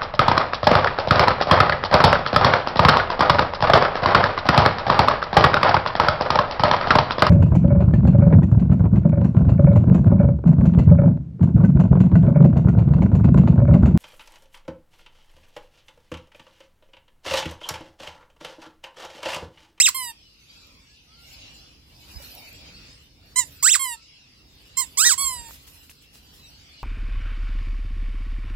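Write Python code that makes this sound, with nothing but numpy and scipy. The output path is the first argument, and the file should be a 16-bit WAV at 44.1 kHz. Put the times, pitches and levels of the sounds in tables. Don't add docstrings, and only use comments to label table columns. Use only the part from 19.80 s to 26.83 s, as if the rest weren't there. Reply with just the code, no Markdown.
import sys
import numpy as np
from scipy import signal
from scipy.fft import rfft, irfft
from scipy.io import wavfile
from scipy.ndimage import uniform_filter1d

SR = 44100
rng = np.random.default_rng(int(sys.argv[2]) if len(sys.argv) > 2 else 0)


def decibels_to_gain(level_db):
    exponent = np.asarray(level_db, float) / 20
    return 10 ** exponent


def to_wav(s):
    ch = np.atleast_2d(s).T
    pcm = np.round(np.clip(ch, -1, 1) * 32767)
    wavfile.write(sys.argv[1], SR, pcm.astype(np.int16))


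N = 310023

# t/s, level/dB
WIND = [(0, -2.5), (.56, -8.5), (.95, -3), (1.2, -9), (1.66, 1.5), (2.05, -3), (2.4, 4.5), (2.65, -0.5),
        (3.0, 4.5), (3.3, -4), (3.6, 3.5), (4.35, -9), (4.67, -0.5), (4.85, -2), (5.6, 3.5), (6.2, -5),
        (6.56, 1), (7.03, -4.5)]
# t/s, level/dB
STIR = [(0, 1), (.56, -2), (.76, 2.5), (1.24, -3.5), (1.54, 5.5), (1.8, 4.5), (2.05, -4.5), (2.3, 6),
        (2.55, 6), (3.12, 3.5), (3.36, -7), (3.7, 0.5), (4.45, 0), (4.67, -4), (4.9, 1.5), (5.72, 2.5),
        (6.15, -4), (7.03, 4)]
# f/Hz, density/dB per Hz
RUMBLE = [(22, -56), (31, -26), (38, -6.5), (50, 0), (75, -0.5), (100, -9), (150, -7), (170, -14.5),
          (280, -12), (350, -18.5), (500, -21.5), (700, -40.5)]
BREEZE = [(250, -43.5), (500, -6.5), (800, -5.5), (1300, -6), (2000, -6), (3200, -54.5)]
LEAVES = [(4200, -52.5), (6200, 0), (7500, 1.5), (8700, -6.5), (10500, -7), (14000, -47)]
BIRDS = [(1300, -58), (2100, -8.5), (2800, -2.5), (3400, -7), (4200, -5), (5000, -4), (6000, -11),
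         (7800, -45)]
GRASS = [(7500, -47.5), (10000, -15), (11300, -3.5), (13000, -7.5), (15000, -7.5), (16000, -26.5)]
# f/Hz, likeness/0-1
LIKENESS = [(60, 0.91), (150, 0.93), (290, 0.93), (640, 0.27), (1400, 0.017)]
# f/Hz, level/dB
BALANCE = [(60, -1.5), (200, -0.5), (700, -7.5), (2400, 1), (4400, 1), (8100, -1), (15000, -10)]
# t/s, length/s,
# start f/Hz, end f/Hz, level/dB
WHISTLES = [(0.438, 0.067, 3100, 2800, -53.5), (0.681, 0.056, 4560, 4800, -47),
            (0.716, 0.05, 2800, 3000, -59.5), (0.86, 0.21, 950, 1074, -66.5),
            (1.037, 0.16, 1600, 1760, -63.5), (1.25, 0.15, 1204, 1400, -58.5),
            (1.331, 0.16, 1380, 1400, -56.5), (1.5, 0.034, 2710, 3000, -47),
            (2.334, 0.06, 4800, 5130, -38.5), (2.422, 0.05, 4000, 4500, -42),
            (2.546, 0.074, 6000, 5000, -43), (4.106, 0.16, 1300, 1340, -59),
            (3.74, 0.16, 5070, 4450, -45.5), (6.574, 0.068, 4080, 4000, -47.5),
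            (6.618, 0.076, 4000, 3750, -46), (6.652, 0.068, 6040, 5400, -52.5),
            (2.93, 0.046, 4350, 4400, -44), (2.96, 0.033, 4500, 5200, -41), (2.498, 0.065, 5200, 4300, -45),
            (2.56, 0.058, 4000, 3700, -46), (2.627, .1, 4300, 4500, -52), (2.84, 0.074, 4700, 5100, -46),
            (2.87, .05, 3900, 3950, -48), (3.01, .05, 5200, 5500, -55), (3.1, .08, 5070, 5400, -55),
            (2.415, .05, 7600, 8000, -52), (3.634, 0.048, 5200, 4800, -47), (5.045, .045, 5400, 5100, -46),
            (6.836, 0.2, 4300, 4230, -59), (6.914, 0.14, 4300, 3820, -50)]
# middle t/s, half length/s, level/dB
RUSTLES = [(0.75, 0.3, -79), (1.199, .15, -86), (1.492, 0.094, -65.5), (1.772, .05, -70.5),
           (2.204, 0.13, -71), (2.498, 0.22, -59.5), (3.23, 0.049, -75), (3.691, 0.15, -60),
           (4.817, 0.15, -73.5), (5.095, 0.09, -62.5), (5.709, 0.073, -57), (5.947, 0.22, -64),
           (6.556, 0.28, -70.5), (6.954, 0.12, -80.5)]
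# t/s, peak level/dB, length/s
STEPS = [(2.412, -33.5, 0.0438), (5.693, -35.5, 0.045), (5.7274, -33.5, 0.045), (5.864, -33, 0.036),
         (5.935, -41, 0.037), (6.023, -39, 0.041), (6.094, -31.5, 0.023), (6.121, -47, 0.045),
         (6.208, -42.5, 0.045), (6.326, -37, 0.066), (6.416, -50.5, 0.033), (6.52, -41.5, 0.088)]
# t/s, peak level/dB, f/Hz, ring/ms
SNAPS = [(.87, -44, 13500, .4), (2.424, -32, 11500, .4), (2.462, -54, 15000, .4), (2.509, -49, 14700, .4),
         (2.551, -28.5, 12100, 0.4), (2.552, -26, 14600, 0.35), (2.729, -30, 13860, 0.27),
         (3.46, -51, 13000, .4), (5.692, -37, 1100, 0.55), (5.709, -30, 1210, 0.52),
         (6.096, -33, 2700, 0.75), (6.114, -37, 2720, 0.39), (6.356, -31.5, 4000, 0.15)]
# t/s, peak level/dB, f/Hz, length/s, left level/dB
BUMPS = [(2.354, -29, 67, 0.0095, -34), (2.399, -42, 560, 0.0044, -11), (2.403, -59, 1000, 0.003, 2),
         (5.435, -32.5, 60.4, 0.013, -33), (5.575, -37, 50, 0.015, -21)]
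# t/s, reed f/Hz, pressure level/dB
SQUEEZES = [
    [(0, 1938, -8.5), (.011, 2655, -9.5), (.02, 2947, -9), (.033, 3757, -22.5), (.05, 3560, -16),
     (.068, 2517, -7.5), (.077, 1783, -20), (.09, 1066, -15.5), (.103, 902, -38.5)],
    [(3.825, 977, -21.5), (3.865, 1491, -12), (3.879, 1818, -11.5), (3.889, 2182, -13),
     (3.897, 2768, -11.5), (3.921, 3614, -15.5), (3.937, 2773, -14), (3.958, 1216, -15.5),
     (3.974, 935, -33)],
    [(5.171, 983, -21.5), (5.213, 1339, -11.5), (5.237, 1568, -12), (5.254, 1858, -10), (5.27, 1890, -7.5),
     (5.286, 1856, -12.5), (5.296, 1640, -11), (5.32, 1145, -16.5), (5.348, 910, -26.5)],
]
# start t/s, length/s, top f/Hz, end f/Hz, pressure level/dB
PRESSES = [
    (3.557, 0.086, 1032, 876, -20.5),
    (4.968, 0.084, 1067, 880, -19.5),
]
# top at share of length/0-1, start pitch drop/0-1, fall bend, sag/dB per s,
# start level/dB, end level/dB, stall/s
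PRESS_SHAPE = (0.43, .04, 1, -39, -5, -14, 0.05)
# t/s, reed f/Hz, suction level/dB
REFILLS = [
    [(0.143, 1067, -37), (0.149, 1045, -32.5), (0.165, 1067, -33.5), (0.259, 964, -37.5),
     (0.307, 912, -40.5), (0.322, 900, -54)],
    [(3.991, 1076, -31), (3.995, 1084, -33.5), (4.035, 1069, -32.5), (4.055, 1023, -34),
     (4.141, 915.5, -39.5), (4.162, 892, -53)],
    [(5.376, 1071, -35), (5.382, 1077, -33), (5.412, 1123, -29), (5.438, 1100, -30), (5.596, 940.4, -43.5),
     (5.634, 929, -48.5), (5.692, 900, -48.5), (5.712, 900, -59)],
]
# left level/dB, pipe level/dB, left lag/ms, treble level/dB
GRIPS = [(3, 1, 0.028, 2.5), (1.9, 6, 0.0038, 3.5), (-2, 0.5, 0.028, 0), (3, 7, -0.073, -9.5),
         (-2, 4.5, 0.0063, -5), (0.1, -10, .011, 0.7), (2.5, 4, -0.037, -3), (2, 6, 0.015, 0)]
# left level/dB x 2, right level/dB x 2
SHADES = [(1.5, -1, 3.5, 7.3), (2.5, -7.5, 1, 7.5), (-2.5, -1.5, -2.5, 8.1), (-2.5, -9, 5.5, 2.9),
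          (-0.5, -10.5, 2, 1.3), (-1, 0.5, -0.5, 4.5), (-5.5, -5.5, 2, 0.58), (-6.5, -1.5, -7, 8)]
SHADE_HZ = [1000, 2100, 4800, 10000, 14000]
# f/Hz, left level/dB, right level/dB
PUSH = [(455, -27, -33.5), (1000, -13, -10), (2030, -14, -10.5), (3000, -18, -16), (4000, -6.5, -12),
        (5200, -7, -12), (5930, -5.5, -13.5), (7660, -13.5, 2.5), (9340, -15.5, -6.5), (9340, -13.5, -12),
        (11000, -22.5, -7), (12400, -34.5, -17.5), (13600, -36.5, -7.5), (16000, -54.5, -17)]
# f/Hz, left level/dB, right level/dB
SUCK = [(472, -39, -42), (900, -7.5, -7.5), (2120, -9.5, -4.5), (3000, -10.5, -8.5), (4300, -9, -10.5),
        (5070, -8, -17), (6900, -43.5, -20.5), (7426, -13, 0), (8700, -16, -4.5), (10400, -18, -5),
        (11500, -17.5, -5.5), (13000, -21, -8.5), (14500, -26, -15), (16000, -46.5, -23)]
# f/Hz, half width/Hz, pushed-out level/dB, sucked-in level/dB
GAPS = [(2316, 73, -6.5, -11), (3900, 200, -0.5, -5), (10280, 150, -3.5, -1), (12800, 300, -9, -2.5),
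        (14900, 2700, 3.5, 1.5)]

GENTLE_ROUGH, LOOSE = 0.045, 0.01


def evened(x):
    return x / np.sqrt(np.mean(x ** 2) + 1e-20)


def read(points, hz, column=1):
    table = np.transpose(points)
    return np.interp(np.log(hz + 1), np.log(table[0] + 1), table[column])


def add(mix, s, sound):
    part = mix[:, round(s * SR):][:, :sound.shape[-1]]
    part += sound[..., :part.shape[1]]


def wander(count, length, per_s):
    knots = rng.standard_normal((count, 40))
    at = np.arange(length) / SR * per_s
    return np.array([np.interp(at, np.arange(40), row) for row in knots])


def follow(curve, share):
    return decibels_to_gain(share * np.interp(np.arange(N) / SR, *np.transpose(curve)))


def wash(shape, patchy_db, size=512):
    hop = size // 4
    hz = np.fft.rfftfreq(size, 1 / SR)
    a, b, c, d, patches = rng.standard_normal((N // hop + 5, len(hz), 5), dtype=np.float32).T
    patches = uniform_filter1d(patches, size=4, axis=0)
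    patches = evened(uniform_filter1d(patches, size=40, axis=1))
    same = np.clip(read(LIKENESS, hz), 0, 1)[:, None]
    left = a + 1j * b
    right = same * left + np.sqrt(1 - same ** 2) * (c + 1j * d)
    lean_db = read(BALANCE, hz) * np.array([[0.5], [-0.5]])
    z = np.array([left, right]) * decibels_to_gain((read(shape, hz) + lean_db)[..., None] + patchy_db * patches)
    return evened(signal.istft(z, nperseg=size, noverlap=size - hop)[1][:, :N])


def air():
    rumble = decibels_to_gain(-54) * follow(WIND, 0.89) * wash(RUMBLE, patchy_db=0.68, size=2048)
    breeze_gain = decibels_to_gain(-63.5) * follow(WIND, 0.77) * follow(STIR, 0.6)
    return rumble + breeze_gain * wash(BREEZE, patchy_db=3.5)


def whistle(length_s, start_hz, end_hz, lag_turns):
    turns = np.cumsum(np.linspace(start_hz, end_hz, round(length_s * SR))) / SR
    return np.hanning(len(turns)) * np.sin(2 * np.pi * np.array([turns - lag_turns, turns]))


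def birds():
    twitter, near = np.zeros((2, 2, N))
    for s, place, glide, length, size, lag in rng.random((1000, 6)):
        hz = 2200 + 3600 * place
        note = whistle(0.0285 + 0.088 * length, hz, hz * (0.93 + 0.16 * glide), lag)
        add(twitter, s * N / SR, decibels_to_gain(read(BIRDS, hz) + 9 * size) * note)
    for s, length_s, start_hz, end_hz, db in WHISTLES:
        flutter = wander(count=1, length=round(length_s * SR), per_s=150)[0]
        flutter_db = min(start_hz / 1200, 4) * flutter
        add(near, s, decibels_to_gain(db - 3 + flutter_db) * whistle(length_s, start_hz, end_hz, 0.2))
    far = evened(twitter) + decibels_to_gain(4.5) * wash(BIRDS, patchy_db=4.0)
    return decibels_to_gain(-60.5) * follow(STIR, 1) * far + near


def rustle():
    still_db = -94.5
    t = np.arange(0, N + 64, 64) / SR
    power = sum(decibels_to_gain(2 * db) * np.exp(-((t - s) / half_s) ** 2 * 2) for s, half_s, db in RUSTLES)
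    return np.interp(np.arange(N) / SR, t, np.sqrt(power + decibels_to_gain(2 * still_db)))


def foliage():
    brushed = rustle()
    leaf_gain = decibels_to_gain(-69) * follow(STIR, 1.2) + decibels_to_gain(-1.5) * brushed
    leaves = leaf_gain * wash(LEAVES, patchy_db=5.0, size=256)
    return leaves + decibels_to_gain(7.0) * brushed * wash(GRASS, patchy_db=4.5, size=128)


def dog():
    out = np.zeros((2, N))
    bright = signal.butter(1, [1500, 17000], "band", fs=SR)
    for s, db, length_s in STEPS:
        crackle_db = 4.5 * np.minimum(rng.exponential(1, 4000), 4)
        crackle = rng.standard_normal((2, 4000)) * decibels_to_gain(crackle_db)
        u = np.arange(4000) / SR / length_s
        envelope = np.minimum(3 * u, 1) * np.exp(-u ** 2)
        add(out, s, decibels_to_gain(db - 13.0) * evened(signal.lfilter(*bright, crackle)) * envelope)
    t = np.arange(200) / SR
    for s, db, hz, ring_ms in SNAPS:
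        sides = decibels_to_gain(db + np.array([[-3], [1.5]]))
        add(out, s, sides * np.sin(2 * np.pi * hz * t) * np.exp(-1000 * t / ring_ms))
    t = np.arange(9000) / SR
    for s, db, hz, length_s, left_db in BUMPS:
        envelope = -t / length_s * np.exp(1 - t / length_s)
        add(out, s, decibels_to_gain([[db + left_db], [db]]) * np.sin(2 * np.pi * hz * t) * envelope)
    return out


def yard(x):
    t = np.arange(SR // 4) / SR
    sign = rng.choice([-1., 1.], (2, len(t)))
    sparse = rng.random((2, len(t))) < 0.05
    taps = sign * sparse * (t > 0.004) * decibels_to_gain(-60 * t / 0.16)
    return signal.fftconvolve(x, taps / np.linalg.norm(taps[0]), axes=1)[:, :N]


def flow_curves(rows, smooth):
    s, hz, db = np.transpose(rows)
    t = np.arange(s[0], s[-1], 1 / SR)
    hz, db = (uniform_filter1d(np.interp(t, s, c), size=smooth, mode="nearest") for c in (hz, db))
    return t, hz, db


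def refill(rows):
    t, hz, db = flow_curves(rows, 400)
    return t, hz, db + 5.5, GENTLE_ROUGH, LOOSE


def press(row):
    start_s, length_s, top_hz, end_hz, db = row
    top, below, bend, sag_db, start_db, end_db, stall_s = PRESS_SHAPE
    rise_s = 0.015
    t = np.arange(0, length_s, 1 / SR)
    before = np.maximum(1 - t / length_s / top, 0)
    after = np.maximum(t / length_s - top, 0) / (1 - top)
    hz = top_hz * (1 - below * before ** 2) - (top_hz - end_hz) * after ** bend
    hz = uniform_filter1d(hz, size=600, mode="nearest")
    db = db + start_db * np.exp(-t / rise_s) + sag_db * after * length_s
    db = db + end_db * np.maximum(1 - (length_s - t) / stall_s, 0)
    return start_s + t, hz, db, GENTLE_ROUGH, LOOSE


def squeeze(rows):
    lock_hz, lock_pull = 7750, 0.85
    rattle_s, rattle_half_s = 5.269, 0.021
    t, hz, db = flow_curves(rows, 160)
    fit = lock_hz / hz
    pull = lock_pull * np.exp(-(fit / 8) ** 2) * np.sin(2 * np.pi * fit) / (2 * np.pi)
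    hz = lock_hz / (fit - pull)
    octaves_per_s = abs(np.gradient(np.log2(hz))) * SR
    caught = np.exp(-((t - rattle_s) / rattle_half_s) ** 4)
    rough = 0.1 + 0.002 * octaves_per_s + 0.25 * caught
    return t, hz, db, rough, 0.06 + 0.55 * caught


def causal(db):
    log_gain = np.log(decibels_to_gain(np.r_[db, db[-2:0:-1]]))
    return np.fft.ifft(np.exp(log_gain - 1j * signal.hilbert(log_gain).imag)).real[:len(db) // 2]


def reed(flow):
    t, hz, pressure_db, rough, wobble = flow
    start, end = t[[0, -1]]
    edge_s = 0.005
    rough = rough + 0.3 * (np.exp((start - t) / edge_s) + np.exp((t - end) / edge_s))
    shake = evened(uniform_filter1d(rng.standard_normal(len(t)), size=60))
    turns = np.cumsum(hz * (1 + 0.023 * rough * shake)) / SR
    k = np.arange(1, 19)[:, None]
    curves = np.array([wander(count=18, length=len(t), per_s=50) for _ in range(2)])
    sway_db = (0.8 + 0.25 * k) * (1 + 6 * np.minimum(wobble, 0.09)) * curves
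    soft_db = -3.4 * (k - 1) * np.log2(np.maximum(hz / 1100, 1))
    soft_db = soft_db + 0.045 * (k - 1) * (pressure_db - pressure_db.max())
    shift = 0.22 * wobble * np.minimum(k, 5) ** 2 * np.sin(2 * np.pi * turns / 4) + 0.05 * k ** 2
    partials = np.cos(2 * np.pi * k * turns + shift) * (k * hz < 16000)
    pulses = (partials * decibels_to_gain(soft_db + sway_db[0] + 0.1 * sway_db)).sum(1)
    beat = np.cos(2 * np.pi * turns / 4) + 0.5 * np.sin(2 * np.pi * turns / 2)
    pulses *= 1 + 0.7 * wobble * beat
    hiss = rng.standard_normal(len(t)) + 1.5 * rng.standard_normal((2, len(t)))
    puffs = (0.732 + np.exp(-(turns % 1) / 0.25)) * hiss
    puffs = evened(signal.lfilter([1, -0.5], 1, puffs))
    drive = pulses * (hz / 1000) ** 0.5 + 1.7 * rough * puffs
    fade_in = np.clip((t - start) / 0.004 + (start == 0), 0, 1)
    fade_out = np.clip((end - t) / 0.0046, 0, 1)
    return drive * decibels_to_gain(pressure_db + 1.3) * fade_in * fade_out


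def squeak(flow, colour, grip, shade):
    t, hz = flow[:2]
    left_db, pipe_db, lag_ms, treble_db = grip
    f = np.fft.rfftfreq(2048, 1 / SR)
    pipe_hz = 7790 if hz.max() > 1500 else 7170
    body_db = pipe_db / (1 + ((f - pipe_hz) / 320) ** 2)
    for gap_hz, half_hz, push_db, suck_db in GAPS:
        gap_db = push_db if colour is PUSH else suck_db
        body_db = body_db + gap_db / (1 + ((f - gap_hz) / half_hz) ** 2)
    left_shade_db = np.interp(f, SHADE_HZ, [0, *shade[:2], 0, treble_db])
    right_shade_db = np.interp(f, SHADE_HZ, [0, *shade[2:], 0, treble_db])
    left = causal(read(colour, f, column=1) + left_db + left_shade_db + body_db)
    right = causal(read(colour, f, column=2) + right_shade_db + body_db)
    delay_s = np.array([[lag_ms], [0]]) / 1000 + 8 / SR
    paths = rfft(np.array([left, right]), 1024) * np.exp(-2j * np.pi * f[::2] * delay_s)
    return t[0], signal.fftconvolve(reed(flow), irfft(paths), axes=1)


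def rubber_ball():
    ball = np.zeros((2, N))
    flows = [(squeeze(rows), PUSH) for rows in SQUEEZES]
    flows += [(press(row), PUSH) for row in PRESSES]
    flows += [(refill(rows), SUCK) for rows in REFILLS]
    for (flow, colour), grip, shade in zip(flows, GRIPS, SHADES):
        add(ball, *squeak(flow, colour, grip, shade))
    lawn_echo = decibels_to_gain(-14.5) * np.roll(ball, round(0.0068 * SR), axis=1)
    return ball + decibels_to_gain(-15) * yard(ball) + lawn_echo


def scene():
    return air() + birds() + foliage() + dog() + rubber_ball()


def top_cut(x):
    return signal.sosfilt(signal.butter(12, 16040, fs=SR, output="sos"), x)


def record(dry):
    held = 0.88 * np.tanh(dry / 0.88)
    held = signal.sosfilt(signal.butter(3, 34, "high", fs=SR, output="sos"), held)
    hz, _, z = signal.stft(held, SR, nperseg=1024, noverlap=768)
    band = uniform_filter1d((abs(z) ** 2).mean(0), size=4, axis=0)
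    band = uniform_filter1d(band, size=8, axis=1)
    nearby = np.exp(uniform_filter1d(np.log(band + 1e-20), size=50, axis=0))
    margin_db = np.interp(hz, [1000, 1600, 3000, 5500, 9000, 14000, 16000],
                          [-40, -24, -16, -10, -5.5, -5, -2])[:, None]
    faint = np.interp(hz, [12000, 13000, 15000, 16000], [0, 3e-11, 8e-11, 2e-10])[:, None]
    threshold = np.maximum(np.minimum(nearby * decibels_to_gain(margin_db), 1e-7), faint)
    z = z * np.where(band < threshold, 0.06, 1) * (hz < 16050)[:, None]
    mix = signal.istft(z, SR, nperseg=1024, noverlap=768)[1][:, :N]
    return top_cut(mix)


dry = scene()
out = record(dry)
to_wav(out)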